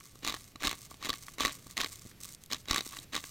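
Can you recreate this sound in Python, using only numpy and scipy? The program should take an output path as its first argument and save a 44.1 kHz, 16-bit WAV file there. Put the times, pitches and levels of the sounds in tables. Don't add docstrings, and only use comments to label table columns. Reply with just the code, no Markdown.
import sys
import numpy as np
from scipy import signal
from scipy.fft import rfft, irfft, next_fast_len
from scipy.io import wavfile
from scipy.ndimage import uniform_filter1d, map_coordinates

SR = 44100
rng = np.random.default_rng(int(sys.argv[2]) if len(sys.argv) > 2 else 0)


def elevation(decibels):
    levels = np.asarray(decibels, float)
    return 10 ** (levels / 20)


def wav_out(sig):
    wavfile.write(sys.argv[1], SR, np.round(np.clip(np.atleast_2d(sig).T, -1, 1) * 32767).astype(np.int16))


N = 145530

# pitch [Hz], width [Hz], level [dB].
HOLLOW = [
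    (292, 108, -1.5),
    (1142, 75.7, 1),
    (546, 460, -12.5),
]
# pitch [Hz], width [Hz], level [dB].
BURR = [
    (2034, 840, -2.5),
    (3887, 650, -0.5),
    (6340, 1400, -8),
    (8600, 2200, -16),
    (12900, 6900, -23),
]


def unit(x):
    return x / np.sqrt(np.mean(x ** 2) + 1e-20)


def along(points, hz):
    f, v = np.transpose(points)
    return np.interp(np.log(hz + 1), np.log(f + 1), v)


def wobble(rate):
    return map_coordinates(rng.standard_normal(1000), [np.arange(N) * rate / SR])


def filtered(x, response):
    m = next_fast_len(N + 8192)
    return irfft(rfft(x, m) * response(np.fft.rfftfreq(m, 1 / SR)), m)[..., :N]


def peak(hz, width_hz):
    return lambda f: 1j * f * width_hz / (hz * hz - f * f + 1j * f * width_hz)


def struck(times, levels_db, t60, body, size):
    attack_s, scatter_db = 0.0003, 1.5
    k = np.arange(size)
    crumble = elevation(-60 * k / SR / t60)
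    sharp_break = 0.8 * elevation(-240 * k / SR / t60)
    rise = 1 - np.exp(-(k + 1) / SR / attack_s)
    burst = rng.standard_normal((len(times), size)) * (crumble + sharp_break) * rise
    burst /= np.linalg.norm(burst, axis=1, keepdims=True)
    luck = np.clip(rng.standard_normal((len(times), len(body))), -2, 2)
    start = np.round(np.asarray(times) * SR).astype(int)
    where = np.clip((start[:, None] + k).ravel(), 0, N)

    out = np.zeros(N)
    power = np.abs(rfft(burst, 1024)) ** 2
    f = np.fft.rfftfreq(1024, 1 / SR)
    for j, (hz, width_hz, db) in enumerate(body):
        shape = np.abs(peak(hz, width_hz)(f)) ** 2
        caught = np.sqrt(np.clip(power @ shape / shape.sum(), 0.1, None))
        gain = elevation(levels_db + db + scatter_db * luck[:, j])
        pushes = burst / caught[:, None] * gain[:, None]
        drive = np.bincount(where, pushes.ravel(), N + 1)
        out += (-1) ** j * filtered(drive[:N], peak(hz, width_hz))
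    return out


def rung(times, levels_db, hz, width_hz):
    where = np.clip(np.round(times * SR).astype(int), 0, N - 1)
    taps = np.bincount(where, elevation(levels_db) * rng.choice([-1., 1.], len(times)), N)
    return filtered(taps, peak(hz, width_hz))


def grains(count, size_db, lump_db, body):
    biggest = 2.2
    levels_db = size_db * np.minimum(rng.exponential(size=count), biggest)
    times = rng.uniform(0, N / SR, count)
    impacts = struck(times, levels_db, t60=0.003, body=body, size=64)
    return unit(impacts * elevation(lump_db * np.clip(wobble(110), -2, 2)))


def gate(runs):
    edge_s = 0.008
    t = np.arange(N) / SR
    gain = np.zeros(N)
    for run in runs:
        s, db = np.transpose(run)
        gain += elevation(np.interp(t, s, db)) * (t >= s[0]) * (t < s[-1])
    return uniform_filter1d(gain, max(1, int(edge_s * SR)))


def grind():
    # start [s], length [s], grit level [dB].
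    twists = [
        (0.224, 0.15, -34),
        (0.6, 0.15, -31.5),
        (0.998, 0.17, -38),
        (1.38, 0.14, -30.5),
        (1.763, 0.11, -32.5),
        (2.501, 0.07, -35.5),
        (2.674, 0.149, -30.5),
        (2.889, 0.16, -48),
        (3.124, 0.08, -32.5),
    ]
    rise_share, start_db, end_db = 0.33, -13.5, -13.5
    grit_db, ring_db, wrist_db, wrist_hz = -5, -6.5, -18, 162

    grit = grains(count=7000, size_db=4, lump_db=2.5, body=BURR)
    ring = grains(count=3000, size_db=4, lump_db=2.5, body=HOLLOW)
    wrist = unit(filtered(rng.standard_normal(N), lambda f: 1 / (1 + (f / wrist_hz) ** 2)))
    effort = gate([[(s, db + start_db), (s + rise_share * length, db), (s + length, db + end_db)]
                   for s, length, db in twists])
    return effort * (elevation(grit_db) * (grit + elevation(ring_db) * ring) + elevation(wrist_db) * wrist)


def cracks():
    # start [s], dull snap [dB], bright snap [dB], wall ring [dB], air thump [dB].
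    corns_a = [(0.0083, -32, -41, -31, -43), (0.156, -50, -33, -34, -32), (0.2316, -39, -31.0, -35, -23.5),
               (0.2478, -18, -13, -19, -28), (0.2656, -18.0, -11.5, -20, -25),
               (0.2753, -10, -9.5, -18, -35), (0.2825, -16, -10, -11, -20),
               (0.2963, -22, -10.5, -14, -24.0), (0.303, -25, -16, -25.0, -25),
               (0.3233, -23, -17, -20.0, -25), (0.3413, -18, -19, -16.5, -23),
               (0.3473, -22, -19.5, -19, -35.0), (0.3649, -25.5, -34, -28.0, -31.0),
               (0.5581, -31.0, -29.0, -24.0, -27.5), (0.6057, -28, -30, -25, -41),
               (0.6134, -34, -27.0, -35, -34.0), (0.6227, -17, -25, -24, -21.0),
               (0.6326, -14, -16.0, -25, -24), (0.6383, -12, -24, -21, -20),
               (0.6465, -28, -12.5, -27, -13.5), (0.6506, -16, -9, -25, -13.5),
               (0.6571, -17.0, -14, -23, -23), (0.662, -18.5, -12, -15, -27.0),
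               (0.6712, -7, -5.5, -12, -23), (0.6778, -14, -12.5, -6.5, -16),
               (0.6927, -19, -12.5, -27.0, -33), (0.7125, -13.5, -16.5, -19, -23),
               (0.7288, -19, -22, -18, -23.0)]
    corns_b = [(0.914, -36, -39, -23.5, -27.5), (0.942, -33, -32.5, -36, -32.5),
               (1.0266, -27, -22.0, -18, -27), (1.048, -21, -17.5, -26, -26), (1.0555, -15, -18, -38, -22),
               (1.0621, -19, -28, -29, -22.0), (1.0698, -22, -26, -22, -20), (1.0887, -21, -21, -30, -29),
               (1.0933, -17, -7.0, -9.5, -14), (1.1023, -25, -4.5, -8.5, -19),
               (1.1297, -17.5, -16.5, -29, -39), (1.138, -21.5, -17, -15.5, -26.5),
               (1.2832, -23.5, -41, -20.5, -30), (1.3833, -19.0, -19.0, -40, -20),
               (1.3989, -16, -18.0, -15.0, -21), (1.4062, -16, -3, -4.5, -9), (1.4201, -26, -20, -30, -18),
               (1.4335, -13, -21, -14.5, -22), (1.45, -1, -3, -6, -10.5), (1.458, -9, -6, -8, -22),
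               (1.469, -17, -11.5, -15, -17.5), (1.4795, -14.0, -14.0, -13.5, -22.0),
               (1.4945, -24, -23, -19.0, -30), (1.6672, -38.0, -47, -28, -34), (1.702, -33, -39, -36, -40)]
    corns_c = [(1.7695, -12, -16.5, -32, -28), (1.777, -9, -7.5, -14, -22), (1.7865, -20, -24, -23, -30),
               (1.802, -10.5, -15, -23, -20.5), (1.8075, -6, -30, -22, -22.5),
               (1.8137, -14.5, -5.5, -15, -25), (1.8348, -17.5, -19, -13, -26),
               (1.845, -15, -11.5, -18, -19.5), (1.8605, -16, -26, -33, -41),
               (2.1141, -31, -40, -46.0, -40.0), (2.2526, -41, -35, -27.5, -35),
               (2.503, -29, -29, -37, -38), (2.5145, -24, -16, -30, -21), (2.5235, -17, -12, -19, -22),
               (2.5314, -17.5, -5.5, -14.5, -17.5), (2.5451, -20, -14.5, -25, -24)]
    corns_d = [(2.6559, -30.5, -33, -41, -46), (2.6845, -23.5, -19.5, -30, -26),
               (2.6975, -20, -22, -20.0, -22.5), (2.7103, -5.5, -0.5, -9, -10),
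               (2.731, -13, -14, -12.5, -32), (2.7447, -13.0, -6, -13, -12.0), (2.7606, -7.5, -11, -8, -17),
               (2.7742, -20, -11, -18.0, -32.0), (2.78, -14.0, -8, -13, -15.5),
               (2.7887, -15, -18, -19, -19), (2.8071, -16.5, -10.5, -27, -24),
               (2.8644, -34, -28, -32, -23.5), (2.9212, -30, -38, -31, -40.0),
               (2.9305, -31, -40, -22.5, -39.0), (2.9363, -32, -39, -22.5, -39),
               (2.968, -20, -29.5, -25, -35), (2.9877, -39, -16, -35, -27),
               (3.1334, -21, -20, -22.0, -24.5), (3.1453, -14, -26, -26, -28),
               (3.1519, -13.5, -11, -18.0, -22.5), (3.1635, -15, -8.5, -13.5, -18.5),
               (3.177, -16.0, -22, -15, -25.0), (3.2396, -18.5, -21.0, -23.5, -26.5)]
    s, dull_db, bright_db, ring_db, thump_db = np.transpose(corns_a + corns_b + corns_c + corns_d)
    thump_db = thump_db + 21
    t60, size = 0.013, 600

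    dull = struck(s, dull_db + 16, t60, BURR[:1], size)
    bright = struck(s, bright_db + 14, t60, BURR[1:2], size)
    sizzle = struck(s, (dull_db + bright_db) / 2 + 14, t60, BURR[2:], size)
    knock = struck(s, thump_db, t60, HOLLOW[2:], size)
    air, wall = HOLLOW[:2]
    ring = rung(s, ring_db + 22, *wall[:2])
    thump = rung(s, thump_db, *air[:2])
    return dull - bright + sizzle + knock + ring + thump


def hopper():
    # pitch [Hz], width [Hz], level [dB].
    thin_wall = [(1145, 85, -1), (2106, 230, -4), (3900, 1600, -6), (6490, 1370, -2), (8420, 1010, -2),
                 (14100, 5600, -12)]
    # start [s], length [s], first level [dB], last level [dB].
    tumbles = [(0, 0.23, -50.5, -69.5), (0.368, .16, -52, -64.5), (0.744, 0.13, -52, -52.5),
               (0.9, 0.091, -55, -69), (1.15, 0.203, -53, -56.5), (1.519, 0.17, -46.5, -65.5),
               (1.657, .08, -65, -56), (1.866, 0.26, -50, -61), (2.208, 0.15, -51.5, -57),
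               (2.41, 0.051, -60, -65.5), (2.563, 0.066, -52, -60), (2.822, 0.22, -49, -53.5),
               (3.18, 0.17, -50.5, -50)]
    # start [s], peak level [dB].
    ticks_a = [(0.433, -38), (0.442, -35), (0.817, -31), (0.853, -38.5), (0.91, -30.5), (1.149, -33),
               (1.501, -40.0), (1.735, -44), (2.02, -36), (1.541, -44), (1.548, -38), (1.669, -34.5),
               (1.71, -29), (1.906, -44), (1.928, -42), (1.957, -28.5), (1.994, -33), (2.213, -35),
               (2.226, -36)]
    ticks_b = [(2.234, -24.5), (2.245, -26), (2.251, -26.5), (2.302, -38), (2.309, -41), (2.319, -36),
               (2.338, -34), (2.348, -27.5), (2.437, -31), (2.84, -35), (2.853, -41), (2.864, -24),
               (2.876, -25), (2.89, -28), (2.896, -38), (3.0, -34), (3.229, -41), (3.252, -35),
               (3.284, -37)]
    ticks_c = [(0.19, -41), (0.9692, -42), (2.0433, -39), (2.096, -50), (2.2038, -32), (2.2555, -28),
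               (2.2835, -42), (2.3235, -31), (2.332, -33), (2.4608, -35), (2.924, -30), (3.02, -41)]

    runs = [[(s, first_db), (s + length, last_db)] for s, length, first_db, last_db in tumbles]
    patter = gate(runs) * grains(count=4000, size_db=5.5, lump_db=4, body=thin_wall)
    s, db = np.transpose(ticks_a + ticks_b + ticks_c)
    return patter + struck(s, db + 15.5, t60=0.007, body=thin_wall[2:], size=300)


def jolts():
    # start [s], peak level [dB], pitch of the push [Hz].
    pushes = [
        (.555, -50, 190),
        (1.664, -52, 200),
        (.669, -41, 65),
        (1.1, -48, 66),
        (1.446, -43.5, 65),
        (2.052, -50.5, 229),
        (2.061, -48, 230),
        (2.707, -38.5, 60.3),
    ]
    t = np.arange(N) / SR
    out = np.zeros(N)
    for s, db, hz in pushes:
        v = np.clip(t - s, 0, None) * 2 * np.pi * hz
        out += elevation(db + 16) * v * v * (3 - v) * np.exp(-v) / 2
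    return out


def walls(x):
    t60, first_echo_s = 0.2, 0.004
    t = np.arange(SR // 3) / SR
    tail = rng.standard_normal(len(t)) * elevation(-60 * t / t60) * (t > first_echo_s)
    return signal.fftconvolve(x, tail / np.linalg.norm(tail))[:N]


def kitchen():
    # pitch [Hz], level [dB per Hz].
    air_colour = [(20, -5), (140, -4), (900, -25), (2200, -23.5), (5000, -26), (10000, -31.5),
                  (16000, -32.5)]
    air_db, hum_hz, hum_db = -58, 120, -68
    whine_hz, whine_width_hz, whine_db = 11630, 250, -76

    air = unit(filtered(rng.standard_normal(N), lambda f: elevation(along(air_colour, f))))
    hum = np.sin(2 * np.pi * hum_hz * np.arange(N) / SR) * elevation(3.3 * wobble(9.6))
    whine = unit(filtered(rng.standard_normal(N), lambda f: peak(whine_hz, whine_width_hz)(f) ** 2))
    return elevation(air_db + 1.5 * wobble(6)) * air + elevation(hum_db) * hum + elevation(whine_db) * whine


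def scene():
    mill = grind() + cracks() + hopper()
    mono = mill + elevation(-21) * walls(mill) + jolts() + kitchen()
    return np.array([mono, mono])


def top_cut(x):
    return signal.sosfilt(signal.butter(12, 16990, fs=SR, output="sos"), x)


def record(dry):
    # pitch [Hz], left over right [dB].
    balance = [(60, -1.5), (500, -1.1), (1200, -.6), (14000, -1.1)]
    ceiling, top_hz, apart_db = 0.21, 15900, -24
    held = ceiling * np.tanh(dry / ceiling)
    turn = np.array([[1], [-1]])

    def channels(f):
        level = elevation(along(balance, f) * turn / 2)
        phase = np.exp(1j * elevation(apart_db) * turn)
        return level * phase / (1 + (f / top_hz) ** 80)

    return top_cut(filtered(held, channels))


dry = scene()
out = record(dry)
wav_out(out)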